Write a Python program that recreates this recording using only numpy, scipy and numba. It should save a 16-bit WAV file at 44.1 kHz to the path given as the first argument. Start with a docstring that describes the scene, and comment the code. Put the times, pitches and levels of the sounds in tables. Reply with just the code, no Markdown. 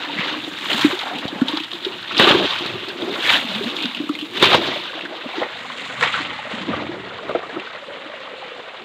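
"""Bailing a muddy pool

Buckets bail a shallow pool among leafy banks, over a trickling stream.
Water lands as noise and click spray, with decaying noise bursts for slaps and low noise for thumps.
Moving resonances and rising tones make the glugs; ringing clicks make the bubbles; short pulses knock.
The microphone hisses faintly, loses deep bass and extreme treble, and clips the strongest peaks."""
import sys
import numpy as np
from scipy import signal
from scipy.fft import rfft, irfft
from scipy.io import wavfile
from numba import njit

SR = 44100
rng = np.random.default_rng(int(sys.argv[2]) if len(sys.argv) > 2 else 0)


def wav_out(sig):
    """Save sig, one row per channel (or a flat mono array), as 16-bit PCM at SR to the path in sys.argv[1]."""
    wavfile.write(sys.argv[1], SR, np.round(np.clip(np.atleast_2d(sig).T, -1, 1) * 32767).astype(np.int16))


N = 389844

# spectrum of hard throws: (frequency [Hz], relative density [dB per Hz])
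THROW_SPECTRUM = [(530, -33), (900, -1), (1540, -7), (2090, -3.5), (2630, 0), (3660, 3.5), (3940, -2),
                  (4540, -10.5), (5430, -21.5), (7310, -16.5), (9720, -24.5), (13400, -25.5), (15500, -28)]
# spectrum of gentle scooping: (frequency [Hz], relative density [dB per Hz])
SCOOP_SPECTRUM = [(530, -35.5), (900, -6.5), (1300, -3.5), (1710, -10.5), (1880, 2), (2470, -5.5),
                  (2750, -5.5), (3580, -6), (5490, -30), (7220, -22.5), (9840, -40), (15500, -54.5)]
# gentle scooping against hard throws: (time [s], share [0-1])
SCOOP_SHARE = [(0, 0.41), (5.0, 0.078), (5.8, 0.97), (8.84, 1)]


def from_db(db):
    """Gain of a dB value."""
    return 10 ** (np.asarray(db) / 20)


def rms_one(x):
    """Scale to rms 1."""
    return x / np.sqrt(np.mean(x ** 2) + 1e-20)


def in_time(rows):
    """Columns of a curve table at every sample."""
    s, *columns = np.transpose(rows)
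    return [np.interp(np.arange(N) / SR, s, c) for c in columns]


def drift(rate_hz):
    """Slow random curve of rms 1: noise through two equal poles, at 1/20 of the sample rate."""
    r = np.exp(-40 * np.pi * rate_hz / SR)
    noise = rng.standard_normal(N // 20 + 4002)
    slow = signal.lfilter([1], [1, -2 * r, r * r], noise)[4000:]  # drop the settling
    return np.interp(np.arange(N) / 20, np.arange(len(slow)), rms_one(slow))


def colour(x, spectrum, size=4096):
    """Causal (minimum-phase) filter that follows a dB spectrum."""
    hz, db = np.transpose(spectrum)
    grid_hz = np.maximum(np.fft.rfftfreq(size, 1 / SR), 1)
    log_gain = np.interp(np.log(grid_hz), np.log(hz), db) * np.log(10) / 20
    cepstrum = irfft(log_gain)
    # fold onto positive time
    cepstrum[1:size // 2] *= 2
    cepstrum[size // 2 + 1:] = 0
    impulse = irfft(np.exp(rfft(cepstrum)))
    return signal.oaconvolve(x, impulse)[:N]


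def band(x, low_hz, high_hz):
    """Second-order Butterworth band-pass."""
    return signal.sosfilt(signal.butter(2, [low_hz, high_hz], "band", fs=SR, output="sos"), x)


def patchy(x, low_hz, high_hz, patch_db, rate_hz, count=7):
    """Split into bands that each waver on their own."""
    edges_hz = np.geomspace(low_hz, high_hz, count + 1)
    out = 0
    for low, high in zip(edges_hz, edges_hz[1:]):
        gain = from_db(patch_db * drift(rate_hz))
        sos = signal.butter(1, [low, high], "band", fs=SR, output="sos")
        out = out + gain * signal.sosfilt(sos, x)
    return out


def grains(per_s, spread_db, clump_db, clump_hz):
    """Clicks at random moments, of uneven size, coming in clumps."""
    size_db = spread_db * np.minimum(rng.exponential(1, N), 3.5)
    sizes = from_db(size_db) * rng.choice([-1, 1], N)
    chance = per_s * from_db(clump_db * drift(clump_hz)) / SR
    return sizes * (rng.random(N) < chance)


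def add(out, s, sound):
    """Mix a short sound in at time s."""
    at = round(s * SR)
    out[at:at + len(sound)] += sound[:N - at]


def swells(peak_s, rise_s, fall_s, peak_db, rest_db):
    """Level in dB: each event climbs and falls in straight dB lines; powers add to the rest level."""
    t = np.arange(0, N + 32, 32) / SR
    late = t - np.c_[peak_s]
    # slopes in s per 20 dB, sign ignored
    shape_db = -20 * np.where(late < 0, -late / np.abs(np.c_[rise_s]), late / np.abs(np.c_[fall_s]))
    power = np.sum(from_db(2 * (np.c_[peak_db] + shape_db)), axis=0)
    return 10 * np.log10(np.interp(np.arange(N) / SR, t, power) + from_db(2 * rest_db))


@njit
def moving_resonance(x, cos_w, r):
    """Two-pole resonance whose centre moves sample by sample."""
    y = np.zeros(len(x))
    for i in range(2, len(x)):
        y[i] = x[i] - x[i - 2] + 2 * r * cos_w[i] * y[i - 1] - r * r * y[i - 2]
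    return y


def bubbles(clicks, low_hz, high_hz, cycles, count=18):
    """Clicks dealt to bubbles of many sizes; each swells briefly, its ring losing 60 dB in some cycles."""
    dealt, rings = rng.integers(0, count, N), 0
    for k, hz in enumerate(np.geomspace(low_hz, high_hz, count)):
        r, w = from_db(-60 * hz / (cycles * SR)), 2 * np.pi * hz / SR
        soft = np.exp(-1.5 * hz / SR)  # faster poles soften the onset
        poles = np.convolve([1, -2 * r * np.cos(w), r * r], [1, -2 * soft * np.cos(w), soft * soft])
        hits = clicks * (dealt == k) + 1e-18
        rings = rings + signal.lfilter([np.sin(w) ** 2 * (1 - soft)], poles, hits)
    return rms_one(rings)


def stream(level_db=-49.5):
    """The stream trickles on behind: coloured noise, patchy band by band."""
    # stream spectrum: (frequency [Hz], relative density [dB per Hz])
    spectrum = [(18, -56), (30, -28), (53, -15), (262, 3), (708, -3.5), (2830, -1), (3870, -21),
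                (5580, -36.5), (7250, -21), (9920, -29), (15500, -60)]
    noise = colour(rng.standard_normal(N), spectrum)
    trickle = patchy(noise, 40.0, 17400, patch_db=4.5, rate_hz=8, count=9)
    return from_db(level_db) * rms_one(trickle)


def rumble(rise_s_per_20db=0.13, rest_db=-65):
    """Weight of water landing on mud: swells of lumpy low noise."""
    # thumps: (peak time [s], level [dB], fall [s per 20 dB])
    thumps = [(0.29, -47.5, 1.3), (0.86, -35, 0.1), (1.28, -50.5, 2.5), (2.0, -49, 1), (2.2, -41.5, 0.4),
              (2.34, -35.5, 0.44), (2.75, -34.5, 0.1), (3.32, -39, -0.1), (4.44, -31, 0.25),
              (4.55, -31, 0.25), (5.56, -45, .2), (5.9, -46, .2), (6.02, -38.5, 0.5), (6.3, -46.5, -1.3),
              (6.72, -34, 0.7)]
    peak_s, peak_db, fall_s = np.transpose(thumps)
    level_db = swells(peak_s, [rise_s_per_20db], fall_s, peak_db, rest_db)
    low = band(rng.standard_normal(N) * from_db(0.87 * drift(36)), 86, 209)
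    return from_db(level_db) * rms_one(low)


def slosh(width_hz=50, rest_db=-53):
    """Lumps of water excite the air space of a bucket: lumpy noise through a resonance of moving pitch."""
    # surges in a bucket: (peak time [s], rise [s per 20 dB], fall [s per 20 dB], level [dB],
    # air-cavity pitch [Hz])
    surges = [(0.16, -0.5, 1.4, -32.5, 300), (0.74, .15, .2, -28, 316), (0.85, 0.01, 0.07, -19.5, 296),
              (1.17, 0.2, 0.33, -32, 282), (1.34, 0, .12, -32, 300), (1.43, .04, .1, -31, 263),
              (1.55, 0, 0.1, -37, 300), (1.75, .06, 0.2, -38, 345), (1.9, .2, 0.16, -34, 360),
              (2.2, -0.06, .25, -19.5, 325), (2.45, 0.27, 0.02, -14, 384), (2.61, .03, 0.4, -29.5, 356),
              (2.77, .3, 0, -37, 380), (2.9, 0.5, -1.5, -38.5, 366), (3.04, -0.4, 0.9, -31.5, 333),
              (3.09, -0.2, .5, -28, 348), (3.3, 0, .3, -32, 312), (3.45, 0.5, 0, -36, 267),
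              (3.51, 0.3, -0.7, -36, 191), (3.57, 0.2, -0.4, -34.5, 213), (3.66, .15, -0.06, -29, 236),
              (3.72, 0.5, -0.2, -34.5, 370), (3.81, -0.7, 0.5, -37.5, 330), (3.86, -0.3, .1, -35, 238),
              (4.02, -0.1, .3, -35, 290), (4.19, -0.4, .3, -39, 310), (4.36, 0.5, 1, -39, 345),
              (4.44, -0.2, .5, -23.5, 407), (4.58, -0.04, 0.16, -16, 338), (5.06, 0.5, 0.4, -37, 330),
              (5.41, 0.1, .08, -27.5, 405), (5.6, 0, 3.5, -42, 241), (6.31, 0.25, .1, -36.5, 292),
              (6.54, 0, .06, -32, 231), (6.62, 0.1, 0.3, -27.5, 300), (6.72, 0.2, .5, -26.5, 284),
              (6.9, 0.44, .4, -32, 318), (7.17, 0, 1, -40, 477), (7.31, 0.15, .1, -31.5, 370),
              (7.38, .03, 0, -32, 417), (7.575, 0.1, 0.08, -31, 310), (7.75, 0, 0, -39.5, 560),
              (7.936, 0.6, -0.7, -37, 530), (8.05, -0.3, 0.3, -40, 544), (8.34, -0.1, 0, -40, 543),
              (8.6, 0.5, -0.1, -39.5, 480), (8.78, .05, 4.5, -40.5, 384)]
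    peak_s, rise_s, fall_s, peak_db, hz = np.transpose(surges)
    level_db = swells(peak_s, rise_s, fall_s, peak_db, rest_db)
    cavity_hz = np.interp(np.arange(N) / SR, peak_s, hz)
    lumps = rng.standard_normal(N) * from_db(2.76 * drift(25.5) + 1.44 * drift(7.9))
    cos_w = np.cos(2 * np.pi * cavity_hz / SR)
    hollow = moving_resonance(lumps, cos_w, np.exp(-np.pi * width_hz / SR))
    mix = 0.71 * rms_one(band(hollow, 92, 730)) + 0.43 * rms_one(band(lumps, 200, 710))
    return from_db(level_db) * mix


def churn(level_db):
    """Larger bubbles in the pool, over gurgling noise."""
    clicks = grains(per_s=400, spread_db=4.0, clump_db=3.5, clump_hz=15)
    rings = bubbles(clicks, 494.0, 1797, cycles=23.3)
    lumps = rng.standard_normal(N) * from_db(4.5 * drift(20) + 1.8 * drift(8.4))
    gurgle = band(band(lumps, 480, 1670), 320, 2400)
    return from_db(level_db) * (0.6 * rings + 0.4 * rms_one(gurgle))


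def water_levels(bubble_haste=2.1):
    """Spray, mist and bubble levels [dB]: bursts on top of runoff, bubbles rising and falling faster."""
    # splashes and bubble bursts: (peak time [s], spray and mist rise [s per 20 dB],
    # their fall [s per 20 dB], spray level [dB], fine mist level [dB], bubble level [dB])
    bursts = [(0.19, -0.04, 0.32, -24, -51, -35), (0.3, .5, 0.13, -25, -53, -31),
              (0.7, 0, 0.57, -22, -36.5, -25.5), (0.83, .5, 0.23, -20, -36.5, -34),
              (1.5, 0.1, 0.22, -28.5, -50, -33), (1.58, 0.3, 0.06, -30, -55, -35),
              (1.75, -0.5, .2, -33.5, -55, -42), (1.85, -0.1, -0.5, -33, -60.5, -37),
              (2.12, .03, .04, -37, -57, -31.5), (2.201, 0.0441, 0.26, -12.5, -36.5, -13),
              (2.29, 0.21, 0.26, -15.5, -40.5, -13), (2.46, 0.1, .9, -23.5, -48, -28.5),
              (3.31, .2, 0.18, -16, -34.5, -22), (3.36, 0.14, 0.09, -17, -43, -22.5),
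              (3.52, .15, 0.36, -27.5, -49, -31), (4.38, 0.08, -0.02, -25.5, -44, -48.5),
              (4.428, .025, 0.19, -9.5, -36, -12), (4.55, 0.1452, 0.05, -12, -40, -8.5),
              (4.62, .1, 0.49, -24.5, -47.5, -22), (4.75, 0.2, -0.2, -27, -56, -38),
              (5.442, 0.28, 0.05, -28, -57, -19.5), (6.029, 0.03, 0.1146, -15.5, -41, -14.5),
              (6.15, 0.1, 0.29, -24, -48, -33), (6.55, 0.5, -0.35, -31.5, -52.5, -37),
              (6.745, 0.23, 0.36, -33.5, -66, -25), (7.297, 0.07, 0.1, -44, -70, -22),
              (7.356, 0, 0.17, -38, -70, -19.5), (8.78, 2.4, 0.5, -38, -68, -35.5)]
    # water running off between: (time [s], spray level [dB], fine mist level [dB], bubble level [dB])
    runoff = [(0, -30.5, -53, -32), (0.55, -37, -55, -48), (1.0, -33, -58, -28.5), (1.4, -35.5, -54, -32.5),
              (1.7, -40.5, -54, -48), (2.03, -35, -54, -39.5), (2.5, -40.5, -55.5, -34.5),
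              (2.85, -41, -60, -44), (3.15, -30.5, -52, -32), (3.85, -30.5, -49.5, -39),
              (4.05, -34, -56, -48), (4.25, -37, -52.5, -56), (4.4, -38.5, -52.5, -52),
              (4.9, -38, -64, -36), (5.37, -35, -57, -34), (5.96, -30.5, -49, -33.5),
              (6.5, -36.5, -62.5, -32.5), (7.4, -37, -63.5, -33.5), (8.5, -39.5, -65, -39.5),
              (8.84, -54, -70, -54)]
    peak_s, rise_s, fall_s, *peaks = np.transpose(bursts)
    return [swells(peak_s, rise_s / haste, fall_s / haste, peak_db, rest_db)
            for peak_db, rest_db, haste in zip(peaks, in_time(runoff), [1, 1, bubble_haste])]


def spray(level_db, mist_db, treble_edge_hz=5700):
    """Countless drops on leaves, mud and water, some trapping tiny bubbles; fine mist hisses above."""
    # hollow near 2 kHz in the patter: (time [s], depth [0-1])
    dip = [(0, 0.2), (2.1, 0.3), (2.2, 0.54), (3.4, 0), (3.6, 0.4), (4.3, 0.1), (4.4, 0.07), (8.84, 0.42)]
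    (gentle,), (depth,) = in_time(SCOOP_SHARE), in_time(dip)

    drops = rms_one(grains(per_s=3000, spread_db=3.5, clump_db=4, clump_hz=40))
    tiny = grains(per_s=420, spread_db=4.0, clump_db=4, clump_hz=11)
    fizz = bubbles(tiny, 1490, 4230, cycles=29.0)
    ticks = rms_one(grains(per_s=55, spread_db=1.5, clump_db=4.5, clump_hz=5))
    rain = 0.55 * drops + 0.5 * rng.standard_normal(N) + 0.16 * ticks
    mist = rng.standard_normal(N) * from_db(2.1 * drift(50)) + 0.3 * drops + 0.37 * ticks

    def shaped(x, side):
        """One side of the treble edge, crossfading between throws and scooping."""
        edge = signal.butter(4, treble_edge_hz, side, fs=SR, output="sos")
        thrown = rms_one(signal.sosfilt(edge, colour(x, THROW_SPECTRUM)))
        scooped = rms_one(signal.sosfilt(edge, colour(x, SCOOP_SPECTRUM)))
        return (1 - gentle) * thrown + gentle * scooped

    body, treble = shaped(rain, "low"), shaped(mist, "high")
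    patter = patchy(band(body, 870, 13600), 733, 6030, patch_db=3.5, rate_hz=21.7)
    body = rms_one(patter) + 0.38 * fizz
    body = body - depth * band(body, 1730, 2340)
    return from_db(level_db) * body + from_db(mist_db) * treble


def knocks():
    """Dull knocks of a bucket on the bed: one short push and rebound each."""
    # knocks: (time [s], peak [dB], contact time constant [s])
    hits = [(1.254, -11, 0.00059), (2.198, -2, 0.00044), (2.309, -5.5, 0.00062), (2.657, -16, 0.00037),
            (4.427, -2.5, 0.00045), (4.547, 1, 0.00031), (6.531, -20, 0.00035), (7.294, -16.5, 0.00042),
            (7.351, -24, 0.0004)]
    out = np.zeros(N)
    for s, peak_db, contact_s in hits:
        t = np.arange(1500) / SR / contact_s
        push = t * np.exp(-t) * (1 - t / 2)
        add(out, s, from_db(peak_db) * push / push.max())
    return out


def pockets(swell_cycles=0.68, rise_per_s=1.32, rise_ref_hz=300, rise_power=.5):
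    """A trapped air pocket swells into a tone, then dies while its pitch rises, small ones faster."""
    # pockets closing, deep in the buckets, higher in the pool:
    # (time [s], peak [dB], starting pitch [Hz], t60 [s])
    closings = [(.156, -27, 203, .08), (.042, -25, 962, 0.036), (.095, -23.5, 885, .07),
                (.178, -23, 1910, .04), (.19, -18.5, 198, 0.027), (.227, -20.5, 1940, 0.078),
                (.339, -23, 1050, .05), (.743, -19, 220, 0.043), (.846, -1, 290, 0.053),
                (.928, -17, 352, .1), (1.111, -24.5, 685, 0.17), (1.16, -27, 258, 0.069),
                (1.279, -30, 686, .04), (1.326, -20.5, 302, 0.044), (1.355, -27, 200, .06),
                (1.416, -4.5, 253, 0.05), (1.487, -22.5, 880, .06), (1.493, -24, 290, .053),
                (1.525, -25, 1060, .05), (1.533, -15, 300, 0.081), (1.572, -17.5, 895, 0.017),
                (1.573, -22.5, 302, .04), (1.603, -23, 306, 0.073), (1.864, -16, 368, 0.07),
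                (2.193, -16, 430, .055), (2.194, -12.5, 233, 0.044), (2.196, -8, 1120, .036),
                (2.272, -5, 380, .027), (2.306, -10.5, 570, 0.03), (2.346, -8.5, 376, 0.079),
                (2.35, -13, 1010, 0.019), (2.526, -19.5, 1090, .021), (2.896, -24, 382, 0.027),
                (2.901, -25, 1570, .03), (3.033, -26, 341, .16), (3.075, -17.5, 368, 0.17),
                (3.158, -23, 1060, 0.064), (3.267, -17, 1700, .05), (3.293, -20, 1620, .034),
                (3.327, -13, 1550, .042), (3.446, -21.5, 254, .08), (3.49, -27, 195, .08),
                (3.557, -25.5, 212, .16), (3.608, -18, 386, 0.076), (3.657, -20.5, 226, .11),
                (3.695, -26, 293, 0.064), (3.72, -29, 350, .05), (3.85, -21, 226, 0.058),
                (3.856, -23.5, 1470, 0.028), (4.0, -13.5, 293, 0.048), (4.037, -23, 288, .042),
                (4.095, -12, 294, .069), (4.223, -21.5, 295, 0.077), (4.425, -4, 377, 0.031),
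                (4.544, -11, 420, 0.024), (4.545, -7, 906, 0.019), (4.759, -22, 580, .055),
                (5.05, -24.5, 313, 0.026), (5.122, -24.5, 610, .08), (5.258, -22, 257, 0.036),
                (5.34, -25.5, 730, 0.063), (5.38, -17, 332, .043), (5.415, -21.5, 772, 0.11),
                (5.7, -25, 1020, .033), (6.092, -21, 1140, .044), (6.142, -18, 1380, .1),
                (6.39, -21, 830, .032), (6.535, -23, 214, 0.037), (6.607, -28, 191, .11),
                (6.701, -20, 210, 0.045), (6.89, -21.5, 331, 0.064), (7.165, -28.5, 483, 0.066),
                (7.293, -16.5, 596, .04), (7.35, -12.5, 468, 0.066), (7.349, -10.5, 643, 0.042),
                (7.352, -16, 340, 0.051), (7.433, -27, 1130, 0.12), (7.498, -26, 1600, .05),
                (7.564, -23, 1260, .04), (7.564, -32, 297, .08), (7.672, -24.5, 1470, .036),
                (7.885, -26, 546, .06), (7.917, -26.5, 568, .05), (8.058, -30, 300, .05),
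                (8.096, -26, 580, 0.053), (8.138, -25.5, 630, 0.034), (8.335, -26, 480, 0.036),
                (8.426, -26.5, 780, .043), (8.517, -26, 485, 0.039)]
    out = np.zeros(N)
    for s, peak_db, hz, t60_s in closings:
        t = np.arange(round(1.3 * abs(t60_s) * SR)) / SR
        shape = (1 - np.exp(-t * hz / swell_cycles)) ** 2 * from_db(-60 * t / abs(t60_s))
        rise = rise_per_s * (hz / rise_ref_hz) ** rise_power
        tone = np.sin(2 * np.pi * hz * t * (1 + rise * t))  # pitch is hz * (1 + 2 * rise * t)
        add(out, s, from_db(peak_db) * shape / shape.max() * tone)
    return out


def slaps(ring_share_db=-5.5, length=4000):
    """Each slap is a crack of broad spray noise and a ring: the same burst round its own centre."""
    # slaps and big drops: (time [s], ring peak before ring_share_db [dB], centre [Hz], t60 [s],
    # broad crack before colouring [dB])
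    strikes = [(.13, -12, 2920, .022, -28), (.186, -7, 2130, .03, -27), (.731, -4, 3300, 0.034, -11),
               (.811, -7.5, 3560, 0.081, -10), (.991, -8, 3570, .035, -25),
               (1.1849, -15, 2970, .059, -16.5), (1.28, -12.5, 3500, 0.085, -27),
               (1.413, -15.5, 1520, .044, -19), (1.483, -6.5, 3370, .073, -15.5),
               (1.572, -5.5, 3600, .03, -28), (1.601, -12, 2920, .03, -21),
               (1.636, -13.5, 3300, 0.065, -22), (1.716, -13.5, 2960, 0.029, -27),
               (1.732, -11, 3460, 0.054, -32), (1.848, -7.5, 3600, 0.051, -30),
               (2.028, -19, 3620, .035, -27), (2.11, -14, 1310, .043, -28),
               (2.122, -13.5, 2870, 0.042, -30), (2.168, -4, 3040, 0.045, -20),
               (2.179, 0.5, 3960, 0.052, -17), (2.196, 0, 1780, 0.048, -2), (2.273, 1.5, 1340, .04, -17),
               (2.312, 0, 3380, .055, -19), (2.587, -11, 3480, 0.073, -20), (2.662, -12.5, 3560, .035, -17),
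               (2.885, -17, 3870, .074, -20), (3.021, -12, 3450, .043, -37), (3.161, -15, 1680, .052, -26),
               (3.2648, -10, 1710, .035, -13), (3.294, -1, 2250, .06, -20), (3.327, -12, 1660, .042, -8),
               (3.416, -14, 2500, .028, -32), (3.641, -16, 3700, 0.079, -19.5),
               (3.766, -7, 3540, 0.026, -25), (3.788, -12.5, 2400, 0.049, -23),
               (3.8245, -13, 3680, 0.038, -16), (3.856, -9, 3640, .035, -25),
               (3.948, -10.5, 2930, 0.037, -20.5), (4.092, -15, 1260, .05, -18.5),
               (4.152, -14, 2350, .035, -19), (4.189, -17, 3050, 0.052, -19),
               (4.212, -15, 3120, 0.056, -22.5), (4.371, -17, 3720, 0.075, -22),
               (4.398, -17, 2570, 0.068, -16), (4.426, -2, 1600, .049, -7), (4.938, -19, 1760, .042, -39),
               (5.01, -11.5, 2630, .02, -36), (5.052, -14, 1700, 0.043, -29),
               (5.433, -12.5, 2120, 0.057, -31), (5.7, -20, 1480, .035, -24),
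               (6.01, -8.5, 1510, 0.039, -4.5), (6.028, -0.5, 1990, .018, 0.5),
               (6.14, -8, 1470, .052, -18.5), (6.191, -13, 1620, .046, -25), (6.732, -10, 1230, 0.082, -29),
               (7.292, -17, 1310, 0.028, -35), (7.351, -18, 1470, .03, -31), (7.598, -15.5, 2600, .03, -20)]
    broad, tuned = np.zeros(N), np.zeros(N)
    noise = rng.standard_normal((len(strikes), length))
    noise[:, :3] = [2.0, 3.0, 2.0]  # first contact
    t = np.arange(length) / SR
    for (s, peak_db, hz, t60_s, crack_db), burst in zip(strikes, noise):
        burst = burst * from_db(-60 * t / abs(t60_s))
        add(broad, s, from_db(crack_db) * burst)
        ring = band(burst, hz / 1.14, hz * 1.126)
        add(tuned, s, from_db(peak_db + ring_share_db) * ring / np.abs(ring).max())
    gentle, = in_time(SCOOP_SHARE)
    crack = (1 - gentle) * colour(broad, THROW_SPECTRUM) + gentle * colour(broad, SCOOP_SPECTRUM)
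    return crack + tuned


def banks(x):
    """A few dull echoes from rocks and banks."""
    out, dull = x.copy(), signal.lfilter([.3], [1, -.7], x)
    for lag_s, echo_db in [(.007, -32.5), (.017, -16), (.031, -18.5)]:
        add(out, lag_s, from_db(echo_db) * dull)
    return out


def scene():
    """All the water, one channel; only pockets, knocks and slaps echo."""
    spray_db, mist_db, bubble_db = water_levels()
    background = stream() + rumble() + slosh() + churn(bubble_db)
    events = banks(knocks() + pockets() + slaps())
    return (background + spray(spray_db, mist_db) + events)[None]


def record(dry, hiss_db=-76, bass_cut_hz=90, cutoff_hz=15650):
    """The microphone adds hiss, drops the deep bass and clips strong peaks; then the top is cut."""
    hissing = dry + from_db(hiss_db) * rng.standard_normal(dry.shape)
    thin = signal.sosfilt(signal.butter(2, bass_cut_hz, "high", fs=SR, output="sos"), hissing)
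    clipped = np.clip(thin, -.92, .92)
    return signal.sosfilt(signal.ellip(12, .3, 70, cutoff_hz, fs=SR, output="sos"), clipped)


dry = scene()
out = record(dry)
wav_out(out)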